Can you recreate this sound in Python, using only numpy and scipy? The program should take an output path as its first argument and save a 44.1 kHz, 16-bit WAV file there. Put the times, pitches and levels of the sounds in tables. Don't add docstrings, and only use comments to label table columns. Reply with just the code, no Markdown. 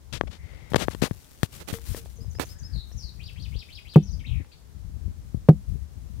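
import sys
import numpy as np
from scipy import signal
from scipy.fft import rfft, irfft, next_fast_len
from scipy.io import wavfile
from scipy.ndimage import uniform_filter1d, map_coordinates

SR = 44100
rng = np.random.default_rng(int(sys.argv[2]) if len(sys.argv) > 2 else 0)


def unload_audio(sound):
    columns = np.transpose(np.atleast_2d(sound))
    steps = np.round(np.clip(columns, -1, 1) * 32767)
    wavfile.write(sys.argv[1], SR, steps.astype(np.int16))


N = 273420


def amp(db):
    return 10 ** (np.asarray(db) / 20)


def unit(x):
    return x / np.sqrt(np.mean(x ** 2) + 1e-20)


def along(points, hz):
    freqs, values = np.transpose(points)
    return np.interp(np.log(hz + 1), np.log(freqs), values)


def clock(length):
    return np.arange(int(length * SR)) / SR


def filtered(x, response):
    n = x.shape[-1]
    padded = next_fast_len(n + 8192)
    return irfft(rfft(x, padded) * response(np.fft.rfftfreq(padded, 1 / SR)), padded)[..., :n]


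def noise(size, colour):
    return unit(filtered(rng.standard_normal(size), lambda hz: amp(colour(hz))))


def wide_noise(size, colour):
    return np.array([noise(size, colour), noise(size, colour)])


def high_cut(hz, edge_hz, steepness):
    return -10 * np.log10(1 + (hz / edge_hz) ** steepness)


def band(hz, centre_hz, half_width_hz):
    return -20 * np.log10(1 + ((hz - centre_hz) / half_width_hz) ** 2)


def wobble(t, rate):
    return map_coordinates(rng.standard_normal(int(t[-1] * rate) + 4), [t * rate])


def pan(left_db):
    return amp([[min(left_db, 0)], [min(-left_db, 0)]])


def add(out, start, x):
    part = out[..., max(round(start * SR), 0):][..., :x.shape[-1]]
    part += x[..., :part.shape[-1]]


def leak(hz, corner_hz):
    return -hz ** 2 / (corner_hz ** 2 - hz ** 2 + 1j * hz * corner_hz)


# (frequency [Hz], width [Hz], gain [dB])
PORT_MODES = [(396, 480, 1), (1140, 60, -5), (1780, 270, 2), (3250, 190, 2)]
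def cavity(hz):
    return 1 + sum(amp(db) * 1j * hz * width / (centre ** 2 - hz ** 2 + 1j * hz * width)
                   for centre, width, db in PORT_MODES)


# (frequency [Hz], level [dB])
PRESSED_SKIN_EQ = [(40, -24), (150, -4.5), (450, 2.5), (1000, -8), (2500, -13), (7000, -23.5), (16000, -31)]
# (time [s], level [dB], contact time [ms], thud against push [dB], port [left/right])
TAPS = [(0.2113, -4, 0.21, -25, "left"), (0.236, -23.5, 0.64, -14, "left"),
        (0.719, -27.5, 0.18, 16, "left"), (.745, -0.5, 0.24, -10, "left"), (0.7593, -9, 0.21, 7, "left"),
        (0.8835, -6.5, 0.31, -40, "left"), (0.9485, -25.5, 0.78, -11, "left"),
        (1.0232, -6.5, 1.03, -33, "left"), (1.038, -11, 1, -28, "left"), (1.111, -25.5, 0.22, 18.5, "left"),
        (1.4321, -5.5, 0.12, 4, "left"), (1.728, -18, 3.5, 6, "left"), (1.7397, -18.5, 0.12, 4, "left"),
        (2.398, -10.5, 0.24, -8, "right"), (3.553, -4, 8.6, -17, "left"), (5.079, -17, 30, 13.5, "left"),
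        (5.3448, -9.5, 3.1, -10, "left")]
def taps(thud_hz=112, thud_t60=0.016, leak_hz=100, skin_db=-27, dulling_hz=450):
    out, t = np.zeros((2, N)), clock(.12)
    for start, db, contact_ms, thud_db, port in TAPS:
        side = 1 if port == "left" else -1
        contact = t / (contact_ms / 1000) * np.pi
        attack = 1 - np.exp(-contact)
        push = contact ** 3 * np.exp(-contact)
        thud = np.sin(2 * np.pi * thud_hz * t) * attack * amp(thud_db - 60 * t / thud_t60)
        skin = noise(len(t), lambda hz: along(PRESSED_SKIN_EQ, hz) - hz * contact_ms / dulling_hz)
        skin *= attack ** 2 * amp(skin_db - 60 * t / .015)
        tap = pan(side * 40) * (push / push.max() + skin) + pan(side * 34) * thud
        add(out, start, amp(db) * filtered(tap, lambda hz: leak(hz, leak_hz) * cavity(hz)))
    return out


# (frequency [Hz], level [dB])
AIRY_EQ = [(100, 16.5), (400, -4), (800, -7), (4000, -4.5), (14000, -4)]
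# (time [s], high cut [Hz], air pocket boost [dB])
RUB_TONE = [(.3, 6450, 4.5), (.76, 9400, 2), (1.8, 19100, 0.5)]
# (time [s], attack [s], release [s], level [dB], pressure [0-1], pan left [dB])
RUBS = [(.126, 0.0022, 0.062, -26.5, 0.13, 34), (0.27, .008, 0.0097, -39, 1, 29),
        (.302, 0.022, 0.063, -42, 0.34, 19), (0.401, 0.12, 0.4, -52.5, 0.8, 24),
        (0.7574, 0.00079, 0.013, -17, 0.68, 37), (.77, 0.05, 0.037, -26, 0.58, 43),
        (0.903, 0.012, 0.033, -35.5, 0.5, 30), (1.017, 0.0057, 0.063, -23.5, 0.65, 39),
        (1.4311, 0.0012, 0.0031, -20, 0.25, 33), (1.431, 0.0026, 0.034, -35, 0.35, 18),
        (1.514, 0.03, 0.084, -42.5, 0.15, 7), (1.595, 0.013, 0.031, -38, 0.58, -21),
        (1.673, 0.015, 0.037, -29.5, 0.5, -15), (1.722, 0.0091, 0.058, -34.5, 0.07, 23),
        (1.845, 0.035, 0.11, -38.5, 0, 10), (1.948, 0.02, 0.042, -35.5, 0.11, 9),
        (2.395, 0.0029, 0.051, -24.5, 0.65, -28), (2.43, 0.052, 0.081, -46, 0.01, 4.5),
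        (3.933, 0.011, 0.0051, -43.5, 0.24, 5)]
def rubs(catch_db=1.5, pocket_hz=3500, pocket_width_hz=2400, ridge_db=-0.5, pressed_ridge_db=2):
    out = np.zeros((2, N))
    times, edges, boosts = np.transpose(RUB_TONE)
    for start, rise, fall, db, pressure, pan_db in RUBS:
        t = clock(rise + fall)
        edge_hz = np.interp(start + rise, times, edges)
        boost_db = np.interp(start + rise, times, boosts)

        def colour(hz):
            skin = (1 - pressure) * along(AIRY_EQ, hz) + pressure * along(PRESSED_SKIN_EQ, hz)
            pocket = boost_db / (1 + (2 * (hz - pocket_hz) / pocket_width_hz) ** 2)
            return skin + pocket + high_cut(hz, edge_hz, 5)

        swell = np.sin(np.pi / 2 * np.interp(t, [0, rise, rise + fall], [0, 1, 0]))
        ridges = unit(amp((ridge_db + pressed_ridge_db * pressure) * wobble(t, 898)))
        stroke = amp(db + catch_db * wobble(t, 211)) * swell * ridges
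        add(out, start, pan(pan_db) * stroke * wide_noise(len(t), colour))
    return out


# (frequency [Hz], level [dB])
SHELL_EQ = [(20, -27), (40, -3.5), (65, 6), (110, -3.5), (180, -12.5), (300, -44), (2000, -64)]
# (time [s], level before trim [dB])
GRIP_FADER = [(0.74, -48), (0.93, -41.5), (1.24, -59.5), (1.83, -45.5), (2.68, -40.5), (3.11, -44),
              (3.49, -43.5), (3.8, -52), (3.94, -52), (4.14, -32.5), (4.52, -53.5), (4.8, -54.5),
              (4.97, -40.5), (6.2, -42.5)]
# (time [s], length [s], level [dB])
SLIPS = [(0.132, 0.0071, -30.5), (0.223, 0.081, -32), (0.762, 0.014, -19.5), (1.893, 0.026, -25),
         (2.197, 0.031, -27.5), (2.711, 0.076, -25.5), (2.943, 0.038, -28.5), (3.389, 0.21, -32),
         (4.27, 0.15, -25), (4.75, 0.24, -34.5), (5.059, 0.063, -24.5), (5.352, 0.021, -20),
         (5.682, 0.075, -25.5), (5.96, 0.26, -30)]
def grip(trim_db=6, lump_db=4.6, lumps_per_s=22, creak_db=-19, creak_hz=180,
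         attack_s=0.015, release_s=0.021):
    t, channels = np.arange(N) / SR, []
    power = (pan(15) * amp(np.interp(t, *np.transpose(GRIP_FADER)) + trim_db)) ** 2
    for start, length, db in SLIPS:
        swell = np.interp(t - start, [-attack_s, 0, length, length + release_s], [0, 1, 1, 0])
        power += (pan(24) * amp(db) * swell ** 2) ** 2
    for envelope in np.sqrt(power):
        rumble = noise(N, lambda hz: along(SHELL_EQ, hz))
        rumble /= np.sqrt(np.abs(uniform_filter1d(rumble ** 2, size=3000)) + 0.033)
        creak = noise(N, lambda hz: band(hz, creak_hz, creak_hz / 2)) * unit(amp(5 * wobble(t, 49)))
        lumps = unit(amp(lump_db * wobble(t, lumps_per_s)))
        channels.append(envelope * (rumble * lumps + amp(creak_db) * creak))
    return np.array(channels)


# (frequency [Hz], level [dB], t60 [s])
BOX_MODES = [(154.2, -2, 0.091), (195.8, -23.5, 0.23), (262, -30.5, 0.15), (333, -14.5, 0.08),
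             (404.5, -11.5, 0.056), (498, -36.5, 0.12), (731, -22.5, 0.055), (786, -29, 0.061)]
# (frequency [Hz], level [dB])
OVERLOAD_EQ = [(300, 19.5), (800, 5), (2000, -6), (4000, -14), (7000, -24), (14000, -18)]
# (time [s], level [dB], crackle within the hit [dB], board within the hit [dB])
BUMPS = [(3.9593, 6.3, -18.5, -47), (5.4873, 6.297, -16.5, -22.5)]
def box_bumps(leak_hz=95, panels_db=-21, panels_t60=0.07, panels_hz=500,
              board_hz=1240, board_t60=0.028, crackle_t60=0.049):
    out, t = np.zeros((2, N)), clock(0.13)
    attack = 1 - np.exp(-t / .0013)
    for start, db, crackle_db, board_db in BUMPS:
        body = -sum(amp(mode_db + rng.normal(0, 1) - 60 * t / t60) * np.cos(2 * np.pi * hz * t)
                    for hz, mode_db, t60 in BOX_MODES)
        board = np.sin(2 * np.pi * board_hz * t) * amp(board_db - 60 * t / board_t60)
        panels = noise(len(t), lambda hz: high_cut(hz, panels_hz, 8))
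        panels *= amp(panels_db - 60 * t / panels_t60)
        crackle = wide_noise(len(t), lambda hz: along(OVERLOAD_EQ, hz))
        crackle *= amp(crackle_db - 60 * t / crackle_t60)
        thump = (body + board + panels + crackle) * attack
        add(out, start, amp(db) * filtered(thump, lambda hz: leak(hz, leak_hz)))
    return out


# (time [s], level [dB], pan left [dB])
TICKS = [(0.7196, -26, 25), (0.735, -20, 30), (0.761, -11.5, 35), (0.9484, -24, 31), (1.786, -36.5, 12),
         (1.9469, -29.5, 8), (2.059, -39, -13), (2.246, -48, -8), (2.352, -42.5, -11), (2.387, -32.5, -18),
         (2.757, -49, 4), (2.916, -51.5, 1), (4.447, -48, -6)]
def ticks(t60=0.01, dulling_hz=1600):
    out, t = np.zeros((2, N)), clock(.02)
    for start, db, pan_db in TICKS:
        tick = noise(len(t), lambda hz: along(PRESSED_SKIN_EQ, hz) - hz / dulling_hz)
        tick *= amp(db - 60 * t / t60)
        add(out, start, pan(pan_db) * filtered(tick, cavity))
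    return out


# (delay [s], length [s], start pitch [Hz], middle pitch [Hz], end pitch [Hz], level [dB], buzz depth [Hz])
PAIR = [(0, 0.025, 7500, 6250, 5800, -3, 0), (.048, 0.0325, 4680, 5186, 5020, -0.5, 0)]
SLUR = [(0, .125, 4810, 4030, 4030, 3.5, 231), (.197, 0.023, 5200, 6100, 7400, -6, 0),
        (.24, .15, 6840, 4700, 4180, 3, 279)]
TRILL = [(0, 0.051, 2080, 3006, 4470, -10, 210), (.042, 0.016, 4440, 4560, 4670, -9.5, 200),
         (.066, .02, 5350, 4500, 3950, -5.5, 450), (.084, 0.028, 3846, 3070, 2014, -4.5, 140)]
FLOURISH = [(0, 0.025, 5370, 6030, 6200, -3, 80.4), (.022, 0.054, 6500, 5400, 4430, -7.5, 453),
            (.077, 0.0196, 5430, 6130, 6300, -3, 104), (.1, 0.0206, 5200, 4900, 4680, -2.5, 400),
            (.167, 0.024, 3540, 2910, 2300, -1.5, 500), (.211, 0.03, 1750, 2350, 3500, -2.5, 50),
            (.236, 0.0101, 3300, 3750, 4100, 3, 80), (.49, 0.026, 3470, 3980, 2210, -4.5, 846)]
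# (syllable, its cues as (time [s], level before the mix [dB]))
SONG = [(PAIR, [(2.155, -51), (2.298, -48), (2.44, -45), (2.582, -44)]), (SLUR, [(2.72, -46)]),
        (TRILL, [(3.19, -36.5), (3.355, -37), (3.52, -35), (3.682, -35), (3.848, -36)]),
        (FLOURISH, [(4.025, -43.5)])]
def songbird(buzz_hz=140, rough_db=2.2):
    out = np.zeros(N)
    for syllable, cues in SONG:
        for start, db in cues:
            for delay, length, start_hz, middle_hz, end_hz, note_db, depth_hz in syllable:
                t = clock(length)
                progress = t / length
                glide = np.polyval(np.polyfit([0, .5, 1], [start_hz, middle_hz, end_hz], 2), progress)
                buzz = np.sin(2 * np.pi * buzz_hz * t + wobble(t, 60)) + .5 * wobble(t, 500)
                pitch = glide * rng.normal(1, .008) + depth_hz * buzz
                swell = np.sqrt(np.sin(np.pi * progress)) * amp(db + note_db + rough_db * wobble(t, 137))
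                add(out, start + delay, swell * np.sin(2 * np.pi * np.cumsum(pitch) / SR))
    return out


def songbird_roll(start_s=4.272, length_s=.146, first_hz=3250, last_hz=2000, flicks_hz=62, sweep=.55,
                  fade_db=9):
    out, t = np.zeros(N), clock(length_s)
    progress, flick = t / length_s, t * flicks_hz % 1
    pitch = first_hz * (last_hz / first_hz) ** progress * (1 + sweep * (.5 - flick))
    swell = np.sin(np.pi * flick) * amp(-40 - fade_db * progress)
    add(out, start_s, swell * np.sin(2 * np.pi * np.cumsum(pitch) / SR))
    return out


# (time [s], level [dB])
PINGS = [(1.739, -33.5), (1.973, -44.5), (2.186, -47.5)]
def metal_pings(ring_hz=457, t60=0.19):
    out, t = np.zeros((2, N)), clock(.5)
    for start, db in PINGS:
        add(out, start, np.sin(2 * np.pi * ring_hz * t) * amp(db - 60 * t / t60))
    return out


# (start [s], end [s], pitch [Hz], level [dB])
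FAR_CALLS = [(0.348, 0.757, 2090, -55.5), (2.483, 2.83, 1680, -62.5)]
def far_bird(half_width_hz=200, pan_db=14):
    out = np.zeros((2, N))
    for start, end, call_hz, db in FAR_CALLS:
        size = int((end - start) * SR)
        call = wide_noise(size, lambda hz: band(hz, call_hz, half_width_hz))
        add(out, start, pan(pan_db) * amp(db) * call * signal.windows.tukey(size, .4))
    return out


# (frequency [Hz], t60 [s])
TREE_DECAY = [(2000, 0.23), (6000, 0.49), (12000, 0.11)]
def tree_echo(x, early_t60=.07):
    hz, t, scatter = signal.stft(rng.standard_normal((2, SR // 2)), SR, nperseg=256)
    early = 1.3 * amp(-60 * t / early_t60)
    late = amp(-60 * t / along(TREE_DECAY, hz)[:, None])
    impulse = signal.istft(scatter * (early + late), SR, nperseg=256)[1]
    return signal.fftconvolve(x[None], impulse / np.linalg.norm(impulse[0]), axes=1)[:, :N]


# (time [s], level [dB])
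HISS_FADER = [(0.701, -46), (1.1, -50), (1.65, -55), (1.8, -48.5), (2.01, -47), (2.25, -60), (3.88, -59),
              (4.05, -71), (5.6, -62.5)]
def faint_hiss(pan_db=7, edge_hz=15000, grain_db=4):
    t = np.arange(N) / SR
    times, hiss_db = np.transpose(HISS_FADER)
    grain = unit(amp(grain_db * wobble(t, 700) + 1.5 * wobble(t, 45) + 1.5 * wobble(t, 8)))
    envelope = amp(np.interp(t, times, hiss_db)) * (t > times[0])
    hiss = wide_noise(N, lambda hz: along(AIRY_EQ, hz) + high_cut(hz, edge_hz, 5))
    return pan(pan_db) * envelope * grain * hiss


# (frequency [Hz], level [dB])
OUTDOOR_EQ = [(20, 2.5), (150, -9), (400, -10.5), (700, -16), (2500, -25), (6000, -24), (15000, -32)]
def air(level_db=-56, pan_db=2):
    return pan(pan_db) * amp(level_db) * wide_noise(N, lambda hz: along(OUTDOOR_EQ, hz))


def scene():
    song = songbird() + songbird_roll()
    song_in_trees = amp(-6) * song + amp(-.5) * tree_echo(song)
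    birds = pan(6.6) * song_in_trees + far_bird()
    camera = taps() + rubs() + faint_hiss() + ticks() + grip()
    return camera + box_bumps() + metal_pings() + birds + air()


def record(dry, low_cut_hz=34, top_hz=15700):
    thinned = filtered(dry, lambda hz: leak(hz, low_cut_hz))
    rounded = thinned / (1 + np.abs(thinned) ** 5) ** (1 / 5)
    return filtered(rounded, lambda hz: 1 / np.sqrt(1 + (hz / top_hz) ** 160))


dry = scene()
out = record(dry)
unload_audio(out)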